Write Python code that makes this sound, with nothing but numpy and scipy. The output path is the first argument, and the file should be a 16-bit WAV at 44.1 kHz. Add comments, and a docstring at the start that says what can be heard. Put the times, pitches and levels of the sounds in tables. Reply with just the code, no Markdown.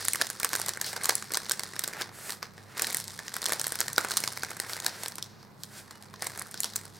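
"""Opening a stiff plastic packet

Hands work a packet open above a table in a quiet room. Creases in the plastic film buckle with
short cracks that make the pouch ring. Fingers rub and glide with a hiss, tiny creases crackle
in between, and a fingertip squeaks once. The room adds a short echo and a low appliance drone."""
import sys
import numpy as np
from scipy import signal
from scipy.fft import rfft, irfft, next_fast_len
from scipy.io import wavfile
from scipy.ndimage import uniform_filter1d

SR = 44100
rng = np.random.default_rng(int(sys.argv[2]) if len(sys.argv) > 2 else 0)


def wrap_up_sound(samples):
    """Save the sound to the file named by the first command line argument, as 16-bit audio."""
    columns = np.atleast_2d(samples).T
    # keep every value between -1 and 1, then stretch to whole-number steps
    tamed = np.clip(columns, -1, 1)
    steps = np.round(tamed * 32767).astype(np.int16)
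    wavfile.write(sys.argv[1], SR, steps)


N = 308240
FFT_SIZE = next_fast_len(N + 4096)
HZ = np.fft.rfftfreq(FFT_SIZE, 1 / SR) + 1e-3
STEP_S = .002  # slow loudness changes are worked out this often
OPPOSITE = np.array([[1], [-1]])  # adds to the left side, subtracts from the right

# Levels in the tables are relative. The film sounds in three bands: treble, high and top.
# Creases buckling. Each row: start in seconds, treble snap in dB, high snap in dB,
# pitch of the pouch's ring in Hz, ring level in dB.
CREASE_CRACKS = [(0.051, -37, -17.5, 1520, -33.5), (0.0836, -19, -7.5, 1790, -26),
                 (0.1341, -21.5, -13.5, 2160, -26.5), (0.1475, -34, -27, 2140, -26),
                 (0.157, -25, -19.5, 1160, -30), (0.2139, -14, -17.5, 1750, -18.5),
                 (0.2199, -14.5, -21, 690, -24.5), (0.2694, -25, -27.5, 1930, -40),
                 (0.3012, -28, -20, 1610, -33), (0.3998, -24.5, -20.5, 1370, -35),
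                 (0.4034, -34, -38, 1410, -37), (0.4313, -22, -15.5, 2210, -25.5),
                 (0.4464, -12, -12, 1110, -19.5), (0.4912, -29, -32, 1490, -47),
                 (0.5323, -21, -18, 1110, -25.5), (0.5394, -22, -25, 1590, -32),
                 (0.553, -22, -16.5, 2040, -25), (0.5614, -27, -19, 1590, -39),
                 (0.5982, -33, -24, 716, -32), (0.6157, -22, -20, 1510, -34),
                 (0.662, -25, -23.5, 2430, -50), (0.6842, -24, -20, 1120, -28.5),
                 (0.6919, -20, -18, 1740, -28), (0.7356, -26, -31, 1480, -41),
                 (0.773, -38, -30.5, 1500, -28.5), (0.814, -20, -13.5, 1670, -27),
                 (0.845, -24, -31.5, 1810, -37), (0.8643, -25.5, -24, 1600, -42),
                 (0.9306, -34, -28, 825, -31), (0.964, -23.5, -26.5, 1570, -29),
                 (1.036, -32, -18, 1560, -47), (1.0442, -22, -21.5, 1180, -34),
                 (1.0565, -20, -14.5, 1200, -27.5), (1.0921, -35, -14, 880, -25.5),
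                 (1.0948, -12, -12.5, 1124, -17.5), (1.1063, -16, -29, 1730, -28),
                 (1.1535, -20.5, -10.5, 1650, -56), (1.2244, -28, -27, 1200, -31.5),
                 (1.3063, -36, -51, 1500, -32), (1.3196, -29, -22, 443, -36),
                 (1.3375, -24, -20.5, 2050, -28.5), (1.3454, -17, -22.5, 1050, -27.5),
                 (1.3539, -24, -20, 1430, -31), (1.3718, -16.5, -16, 1620, -21.5),
                 (1.4562, -30.5, -49, 1610, -43), (1.4957, -22, -18.5, 1460, -31),
                 (1.5116, -16, -21.5, 1620, -24.5), (1.5182, -19.5, -11, 1670, -38),
                 (1.595, -22.5, -23, 2070, -31.5), (1.6348, -24, -23, 2020, -31),
                 (1.7358, -39, -36, 1980, -34), (1.764, -26, -37, 1730, -34),
                 (1.7932, -18.5, -18.5, 1830, -30), (1.8385, -23, -20, 1540, -31),
                 (1.8423, -20.5, -26, 1520, -35), (1.8773, -25.5, -17.5, 1870, -32.5),
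                 (1.9344, -30, -34, 2270, -36), (2.012, -24, -26.5, 1740, -26),
                 (2.0194, -18.5, -34, 1770, -37), (2.0928, -43, -54, 1760, -41),
                 (2.295, -27.5, -26.5, 1820, -29), (2.305, -23, -22.5, 1740, -42),
                 (2.322, -30, -29, 870, -39), (2.428, -23.5, -37, 1060, -29.5),
                 (2.5797, -42, -49, 1890, -41), (2.7783, -28, -28, 1770, -40),
                 (2.7959, -23, -20.5, 2500, -27.5), (2.8208, -21, -9, 1520, -32),
                 (2.845, -19, -28, 1850, -28), (2.8696, -21, -19, 2330, -32), (2.9014, -25, -30, 2100, -35),
                 (2.9068, -30, -25, 2170, -37), (2.9281, -39, -22.5, 2250, -39),
                 (2.946, -22, -14, 1970, -28), (2.9699, -29, -17.5, 1520, -38),
                 (3.0009, -28.5, -24, 844, -43), (3.0412, -34, -31, 1970, -52),
                 (3.08, -27.5, -28.5, 1480, -44), (3.1908, -31, -31, 1740, -31.5),
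                 (3.281, -20.5, -32, 1870, -33), (3.3405, -27, -24.5, 814, -36.5),
                 (3.3554, -36, -36, 950, -49), (3.3657, -23.5, -22.5, 1500, -27),
                 (3.4183, -27, -25, 2240, -41), (3.4287, -25, -28, 1090, -34),
                 (3.4419, -20, -26, 1410, -30.5), (3.4572, -21, -17, 990, -28.5),
                 (3.4622, -13, -20.5, 2000, -40), (3.4852, -31, -19, 664, -33),
                 (3.4942, -26, -22, 1090, -27), (3.5055, -26, -33, 1520, -38),
                 (3.5218, -22, -15, 1720, -18), (3.5294, -26, -24.5, 1710, -28),
                 (3.5336, -18.5, -22, 1880, -50), (3.5967, -20.5, -22, 565, -33.5),
                 (3.6144, -28, -19, 1720, -32), (3.6426, -22, -21, 1690, -31),
                 (3.6681, -24, -17.5, 1840, -34), (3.6809, -41, -25, 1500, -53),
                 (3.7214, -25.5, -18.5, 1640, -28.5), (3.7554, -27, -18.5, 1520, -31),
                 (3.7893, -28, -27, 1540, -34), (3.8047, -19, -12, 1680, -31),
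                 (3.813, -20.5, -23.5, 1540, -25.5), (3.8818, -21.5, -19.5, 1840, -28.5),
                 (3.9311, -27, -22.5, 1310, -51), (3.9625, -25, -34, 1570, -46),
                 (3.981, -12.5, -10.5, 1470, -9.5), (3.9912, -34, -37, 1540, -46),
                 (4.011, -32, -26, 1250, -38), (4.048, -31, -25.5, 1490, -26), (4.086, -30, -29, 1290, -38),
                 (4.1, -29, -29, 1120, -41), (4.1089, -30, -21, 1560, -30), (4.1133, -25, -28, 1420, -41),
                 (4.1173, -18, -21.5, 1230, -32), (4.1382, -28, -29, 1410, -48),
                 (4.1704, -14, -12, 1140, -30.5), (4.1746, -18.5, -15, 1150, -30),
                 (4.2036, -30, -20, 1580, -40), (4.2382, -17.5, -20, 2150, -26),
                 (4.2764, -14.5, -17, 1150, -28), (4.325, -34, -31, 1290, -42),
                 (4.3744, -29, -26, 2200, -29.5), (4.4234, -30, -39, 2230, -47),
                 (4.4341, -24.5, -21, 1590, -23.5), (4.448, -29, -30, 2100, -35),
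                 (4.5063, -34.5, -29, 2120, -33), (4.5133, -45, -42, 1410, -36),
                 (4.568, -45, -33, 1650, -36), (4.6002, -21.5, -16, 1900, -26.5),
                 (4.6426, -51, -69, 1390, -37), (4.6959, -32, -30, 2090, -31),
                 (4.7338, -22, -29, 1420, -33.5), (4.767, -32, -28, 820, -37),
                 (4.8015, -30, -23.5, 1060, -39), (4.8458, -25, -24, 1860, -33),
                 (4.8641, -13.5, -14, 1760, -22), (5.0347, -28, -24, 664, -34),
                 (5.0604, -24.5, -26, 1740, -30), (5.0828, -32, -22, 1420, -54),
                 (5.1208, -34, -40, 1520, -42), (5.1559, -35, -27.5, 450, -53),
                 (5.1831, -28, -29.5, 990, -33.5), (5.2261, -21, -27.5, 1380, -52),
                 (5.429, -44.5, -52, 830, -52), (5.635, -30, -29, 1570, -47),
                 (5.9097, -39, -38, 1100, -41.5), (6.025, -41, -41, 2160, -52),
                 (6.14, -31.5, -43, 1060, -37), (6.2222, -23, -21.5, 720, -29),
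                 (6.2283, -38, -36, 1810, -33), (6.2443, -36, -27, 1690, -47),
                 (6.2685, -25.5, -19, 1050, -31.5), (6.3758, -48, -30.5, 735, -37),
                 (6.3889, -31, -35, 1500, -36), (6.3949, -50, -22.5, 2440, -55),
                 (6.416, -38, -47, 1080, -29), (6.4208, -31.5, -28.5, 1780, -56),
                 (6.469, -47, -37, 1820, -64), (6.5123, -59, -32.5, 1630, -63),
                 (6.5426, -27, -30.5, 1530, -32.5), (6.5755, -28, -38, 1180, -53),
                 (6.604, -39, -15, 1710, -50), (6.6335, -21, -22, 1880, -43),
                 (6.644, -16, -19, 1520, -29.5), (6.656, -46, -49, 1960, -56), (6.736, -34, -36, 1410, -50),
                 (6.7592, -28, -16, 1210, -38), (6.7629, -23.5, -20, 1810, -42),
                 (6.854, -36, -35, 1480, -44)]
# Hands working the packet. Each row: time in seconds, then the film's treble rustle
# and the pouch's rustle in dB.
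HAND_RUSTLE = [(0, -37.5, -39), (.12, -38.5, -56), (.37, -47.5, -48), (.55, -39, -42), (.7, -40.5, -39),
               (.78, -51, -49), (1.01, -43, -40), (1.08, -36, -35), (1.28, -49.5, -53), (1.46, -43, -42),
               (1.71, -48, -51.5), (1.96, -50, -41), (2.11, -61, -50.5), (2.45, -65, -60), (2.6, -59, -62),
               (2.73, -58.5, -50), (2.77, -39.5, -33.5), (2.97, -39.5, -45.5), (3.19, -48, -52),
               (3.33, -50, -47), (3.51, -42, -39.5), (3.7, -43.5, -45.5), (4.19, -41.5, -41),
               (4.34, -45, -46), (4.87, -46.5, -42.5), (5.15, -74, -56), (5.55, -67, -68),
               (5.95, -56, -54.5), (6.15, -59.5, -55.5), (6.24, -43, -42.5), (6.5, -56, -53),
               (6.65, -47.5, -62), (6.8, -52, -47), (6.92, -57, -65), (6.99, -49.5, -49)]
# Fingers gliding over smooth film. Each row: loudest moment, rise time and fall time in seconds,
# then treble, high and pouch levels in dB.
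FINGER_GLIDES = [(.21, 0.012, 0.015, -32, -44, -22.5), (.88, 0.02, 0.034, -29.5, -35, -35),
                 (1.86, 0.04, 0.11, -57, -59, -42.5), (2.01, 0.021, 0.01, -40, -38, -24),
                 (2.17, 0.027, 0.11, -48, -41, -38.5), (2.31, 0.078, 0.027, -42, -36, -38),
                 (2.6, 0.039, 0.023, -55, -65, -49), (2.71, 0.028, .04, -56, -59, -45),
                 (4.02, 0.016, 0.14, -61, -60, -35), (4.71, 0.02, 0.039, -35, -33, -32.5),
                 (4.94, 0.074, .05, -44, -58, -42), (5.04, 0.071, 0.022, -42, -40, -37.5),
                 (5.32, .06, 0.11, -52.5, -71, -52), (5.62, 0.018, 0.046, -54, -52, -65),
                 (5.78, 0.049, 0.035, -42, -42, -38.5), (6.31, 0.025, .04, -53, -50, -52),
                 (6.58, 0.039, 0.016, -44, -60.5, -47.5), (6.96, .02, .05, -55, -57, -54)]
# Tone of the three film bands, the pouch and the room's hiss. Each row: frequency in Hz, level in dB.
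TREBLE_TONE = [(1800, -32), (2700, -4.5), (4200, 7), (5600, 5.5), (6600, -0.5), (9000, -15)]
HIGH_TONE = [(4500, -24), (6500, -4), (8400, 0), (9800, -3), (11500, -12), (14000, -24)]
TOP_TONE = [(7500, -11), (10000, -4), (11500, 4), (14000, -0.5), (15600, -5), (17500, -31)]
POUCH_TONE = [(200, -1.5), (400, 8.5), (700, 5.5), (1080, 8), (1300, 6), (1600, 11), (2100, 8), (2700, 0),
              (4000, -25)]
HISS_TONE = [(180, -15.5), (300, -11.5), (550, -16), (950, -12.5), (2000, -22.5), (3100, -32.5),
             (4200, -27), (8500, -43), (13000, -33), (16000, -41)]
# Resonances of the droning room and of a card inside the pouch.
# Each row: frequency in Hz, width in Hz, level in dB.
DRONE_RESONANCES = [(45, 39, -16), (96.9, 11, -12.5), (132.8, 14, -3.5), (166.3, 14, -5), (201.3, 44.5, -8),
                    (395, 173, -20)]
CARD_RESONANCES = [(1480, 540, 9.5), (600, 360, 8)]
# How the two microphone openings differ. 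Each row: frequency in Hz, left minus right level in dB,
# how far the right side's wave leads in radians.
MIC_OPENINGS = [(60, -1, -.2), (300, -2.6, -.3), (800, -3.3, -.35), (1550, -1.7, -.26), (2900, .3, 0),
                (6000, .6, .1), (9100, -2.2, .4), (10100, -6, 0), (11700, -1, -.62), (13900, 4, -.2),
                (16000, 3.2, 0)]


def undb(db):
    """Turn decibels into a multiplier."""
    return 10 ** (np.asarray(db) / 20)


def power_db(power):
    """Turn power into decibels."""
    return 10 * np.log10(power + 1e-12)


def set_level(x, db):
    """Scale a sound to an average level in dB."""
    return x * undb(db) / np.sqrt(np.mean(x ** 2))


def decay(t, fade_s):
    """Die away by 60 dB every fade_s seconds."""
    return undb(-60 * t / fade_s)


def resonate(x, resonances, order=1):
    """Pass a sound through several resonances side by side."""
    gain = sum(undb(db) / (1 + 1j * (HZ - hz * hz / HZ) / width) ** order
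               for hz, width, db in resonances)
    return irfft(rfft(x, FFT_SIZE) * gain)[..., :N]


def colour(x, tone):
    """Apply a tone curve, scaled so that white noise keeps its power."""
    hz, db = np.transpose(tone)
    gain = undb(np.interp(np.log(HZ), np.log(hz), db))
    return irfft(rfft(x, FFT_SIZE) * gain / np.sqrt(np.mean(gain ** 2)), FFT_SIZE)[..., :N]


def wander(per_second):
    """A smooth random wobble with a typical size of 1."""
    hold = int(SR / per_second)
    steps = np.repeat(rng.standard_normal(N // hold + 1), hold)
    wobble = uniform_filter1d(uniform_filter1d(steps, hold), hold)[:N]
    return wobble / wobble.std()


def per_sample(curves):
    """Fill in slow curves so that every sample has a value."""
    return [np.interp(np.arange(N) / SR, np.arange(len(c)) * STEP_S, c) for c in curves]


def place(start_s, db, bursts, pan_db):
    """Add each short burst at its start time, leaning left or right."""
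    at = np.clip((start_s * SR).astype(int), 0, N - 1)[:, None] + np.arange(bursts.shape[-1])
    sides = bursts * undb(db + np.array([pan_db, -pan_db]) / 2)[:, :, None]
    return np.array([np.bincount(at.ravel(), side.ravel(), N)[:N] for side in sides])


def appliance_drone():
    """An appliance drones through the room's resonances, with a wavering mains hum and a faint hiss."""
    rumble, rumble_spread, air, air_spread = rng.standard_normal((4, N))
    drone = resonate(rumble + .42 * rumble_spread * OPPOSITE, DRONE_RESONANCES, order=2)
    hum = undb(2.5 * wander(10)) * np.sin(2 * np.pi * 100 * np.arange(N) / SR + .9 * wander(11))
    hiss = colour(air + .58 * air_spread * OPPOSITE, HISS_TONE)
    return set_level(drone, -53.5) + set_level(hum, -56.5) + set_level(hiss, -57)


def rustle_levels():
    """Handled film rustles, building just before each crack and settling after it. Gives dB curves."""
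    t = np.arange(0, N / SR, STEP_S)
    hand_s, hand_treble, hand_pouch = np.transpose(HAND_RUSTLE)
    crack_s, crack_treble, crack_high, _, crack_ring = np.transpose(CREASE_CRACKS)
    since_crack = t[:, None] - crack_s
    build_s, settle_s = .03, .22
    swell = decay(np.abs(since_crack), np.where(since_crack > 0, settle_s, build_s)) ** 2
    levels = []
    for hand_db, crack_db, offset_db in ((hand_treble, crack_treble, -25),
                                         (hand_treble - 2, crack_high, -29),
                                         (hand_pouch, crack_ring, -20)):
        handling = undb(np.interp(t, hand_s, hand_db)) ** 2
        settling = swell @ undb(.67 * crack_db + offset_db) ** 2  # bigger cracks stir up more
        levels.append(power_db(handling + settling))
    crease_db = 2.5 - .03 * (levels[0] + 43)  # how far tiny creases stand out from the rubbing
    return per_sample(levels + [crease_db])


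def finger_rub(treble_db, high_db, pouch_db, crease_db):
    """Fingers rub the film with a hiss, airier where they crease it less. Nothing rings."""
    grip_db = 1.5 * wander(50)
    top_db = high_db - 36 - 3.2 * crease_db
    bands = []
    for db in (treble_db - 9, high_db - 10.5, top_db, pouch_db - 9):
        hiss = rng.standard_normal(N) + .074 * rng.standard_normal(N) * OPPOSITE
        bands.append(hiss * undb(db + grip_db + .87 * wander(25.31)))
    no_ring = np.zeros((2, N))
    return np.array(bands + [no_ring])


def tiny_creases(treble_db, high_db, pouch_db, crease_db, count=900):
    """Tiny creases buckle at random, each with its own tone and as loud as the rustle allows."""
    when, size, *tints, pitch = rng.random((count, 6)).T
    at = (when * N).astype(int)
    size_db = crease_db[at] + .5 - 1.02 * np.log(size + .12)
    treble, high, ring = [db[at] + size_db + 8 * (tint - .5)
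                          for db, tint in zip((treble_db, high_db, pouch_db), tints)]
    return crease_cracks(at / SR, treble, high, ring_hz=700 + 1500 * pitch, ring_db=ring - 4.5)


def crease_cracks(start_s, treble_db, high_db, ring_hz, ring_db, samples=560):
    """A crease snaps for about a millisecond, the film shivers on, and the jolt rings the pouch."""
    t = np.arange(samples) / SR
    lean, brightness, detune, direction, damping, length = rng.standard_normal((len(start_s), 6)).T
    noise = np.sign(rng.random((len(start_s), 5, samples)) - .5)
    pan_db = .5 * lean
    stretch = np.exp(.12 * length[:, None])  # long creases snap for longer
    kink = undb(8) * decay(t, fade_s=.001)  # the sharp first instant
    snap = kink + decay(np.maximum(t - .0009 * stretch, 0), fade_s=.005 * stretch)
    shiver = undb(-10.5) * decay(t, fade_s=.05) * (1 - t / t[-1])
    crack = snap + shiver
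    # each side hears a slightly different part of the crease
    spread = noise[:, 4] * OPPOSITE[:, :, None]
    treble = place(start_s, treble_db - 9.5, crack * (noise[:, 0] + .051 * spread), pan_db)
    high = place(start_s, high_db - 10, crack * (noise[:, 1] + .19 * spread), pan_db)
    # the fastest vibrations die with the snap
    top = place(start_s, high_db - 13 + 2 * brightness, snap * (noise[:, 2] + .18 * spread), pan_db)
    pouch = place(start_s, ring_db - 7.5, crack * (noise[:, 3] + .029 * spread), pan_db)
    fade = decay(t * np.exp(.15 * damping[:, None]), fade_s=.0105)
    phase = 2 * np.pi * ring_hz[:, None] * t
    # a second, shorter tone at a different pitch roughens the ring
    tones = np.sin(phase) + .5 * fade * np.sin(phase * np.exp(.417 * detune[:, None]))
    attack = np.minimum(t / .00092, 1)
    ring = attack * fade * tones * np.sign(direction[:, None])
    return np.array([treble, high, top, pouch, place(start_s, ring_db + 6, ring, .76 * pan_db)])


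def finger_glides():
    """A finger glides over smooth film, and its hiss swells and dies away."""
    peak_s, rise_s, fall_s, *band_dbs = np.transpose(FINGER_GLIDES)
    since_peak = np.arange(0, N / SR, STEP_S)[:, None] - peak_s
    swell = np.exp(-(since_peak / np.where(since_peak < 0, rise_s, fall_s)) ** 2)
    levels = [power_db(swell @ undb(db) ** 2) for db in band_dbs]
    return finger_rub(*per_sample(levels), crease_db=-7)


def fingertip_squeak(peak_s=5.955, half_length_s=.02, hz=2920):
    """A fingertip squeaks faintly on the film: one short, pure tone."""
    t = np.arange(N) / SR
    swell = np.exp(-((t - peak_s) / half_length_s) ** 2)
    return undb(-61) * swell * np.sin(2 * np.pi * hz * t)


def add_room_echo(x, echo_db=-15):
    """The table and walls answer after 4 milliseconds with an echo that dulls as it fades."""
    t = np.arange(SR // 2) / SR
    shared, left, right = rng.standard_normal((3, len(t)))
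    noise = shared + .83 * np.array([left, right])
    dull = signal.sosfilt(signal.butter(2, 3000, fs=SR, output="sos"), noise)
    echo = dull * decay(t, fade_s=.31) + (noise - dull) * decay(t, fade_s=.23)
    echo *= np.clip((t - .004) / .0015, 0, 1)
    echo *= undb(echo_db) / np.sqrt(np.sum(echo ** 2) / 2)
    return x + signal.fftconvolve(x.mean(axis=0)[None], echo, axes=1)[:, :N]


def scene():
    """Mix the film, the pouch, the card inside it and the squeak in the droning room."""
    rustle = rustle_levels()
    glide_treble, glide_high, glide_top, glide_card, _ = finger_glides()
    cracks = crease_cracks(*np.transpose(CREASE_CRACKS))
    treble, high, top, pouch, ring = cracks + tiny_creases(*rustle) + finger_rub(*rustle)
    film = (colour(treble + glide_treble, TREBLE_TONE)
            + colour(high + glide_high, HIGH_TONE)
            + colour(top + glide_top, TOP_TONE))
    card = resonate(glide_card, CARD_RESONANCES)
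    packet = film + colour(pouch, POUCH_TONE) + card + ring + fingertip_squeak()
    return add_room_echo(packet) + appliance_drone()


def record(dry):
    """Two microphone openings hear slightly differently; bass and top are cut and peaks rounded."""
    hz, balance_db, lead_rad = np.transpose(MIC_OPENINGS)
    balance = np.interp(np.log(HZ), np.log(hz), balance_db)
    lead = np.interp(np.log(HZ), np.log(hz), lead_rad)
    left = undb(balance / 2) * np.exp(-.5j * lead)
    sound = irfft(rfft(dry, FFT_SIZE) * np.array([left, 1 / left]), FFT_SIZE)[:, :N]
    low_cut_hz, high_cut_hz = 110, 15950
    sound = signal.sosfilt(signal.butter(1, low_cut_hz, "high", fs=SR, output="sos"), sound)
    sound = .9 * np.tanh(sound / .9)
    return signal.sosfilt(signal.ellip(10, .2, 70, high_cut_hz, fs=SR, output="sos"), sound)


dry = scene()
out = record(dry)
wrap_up_sound(out)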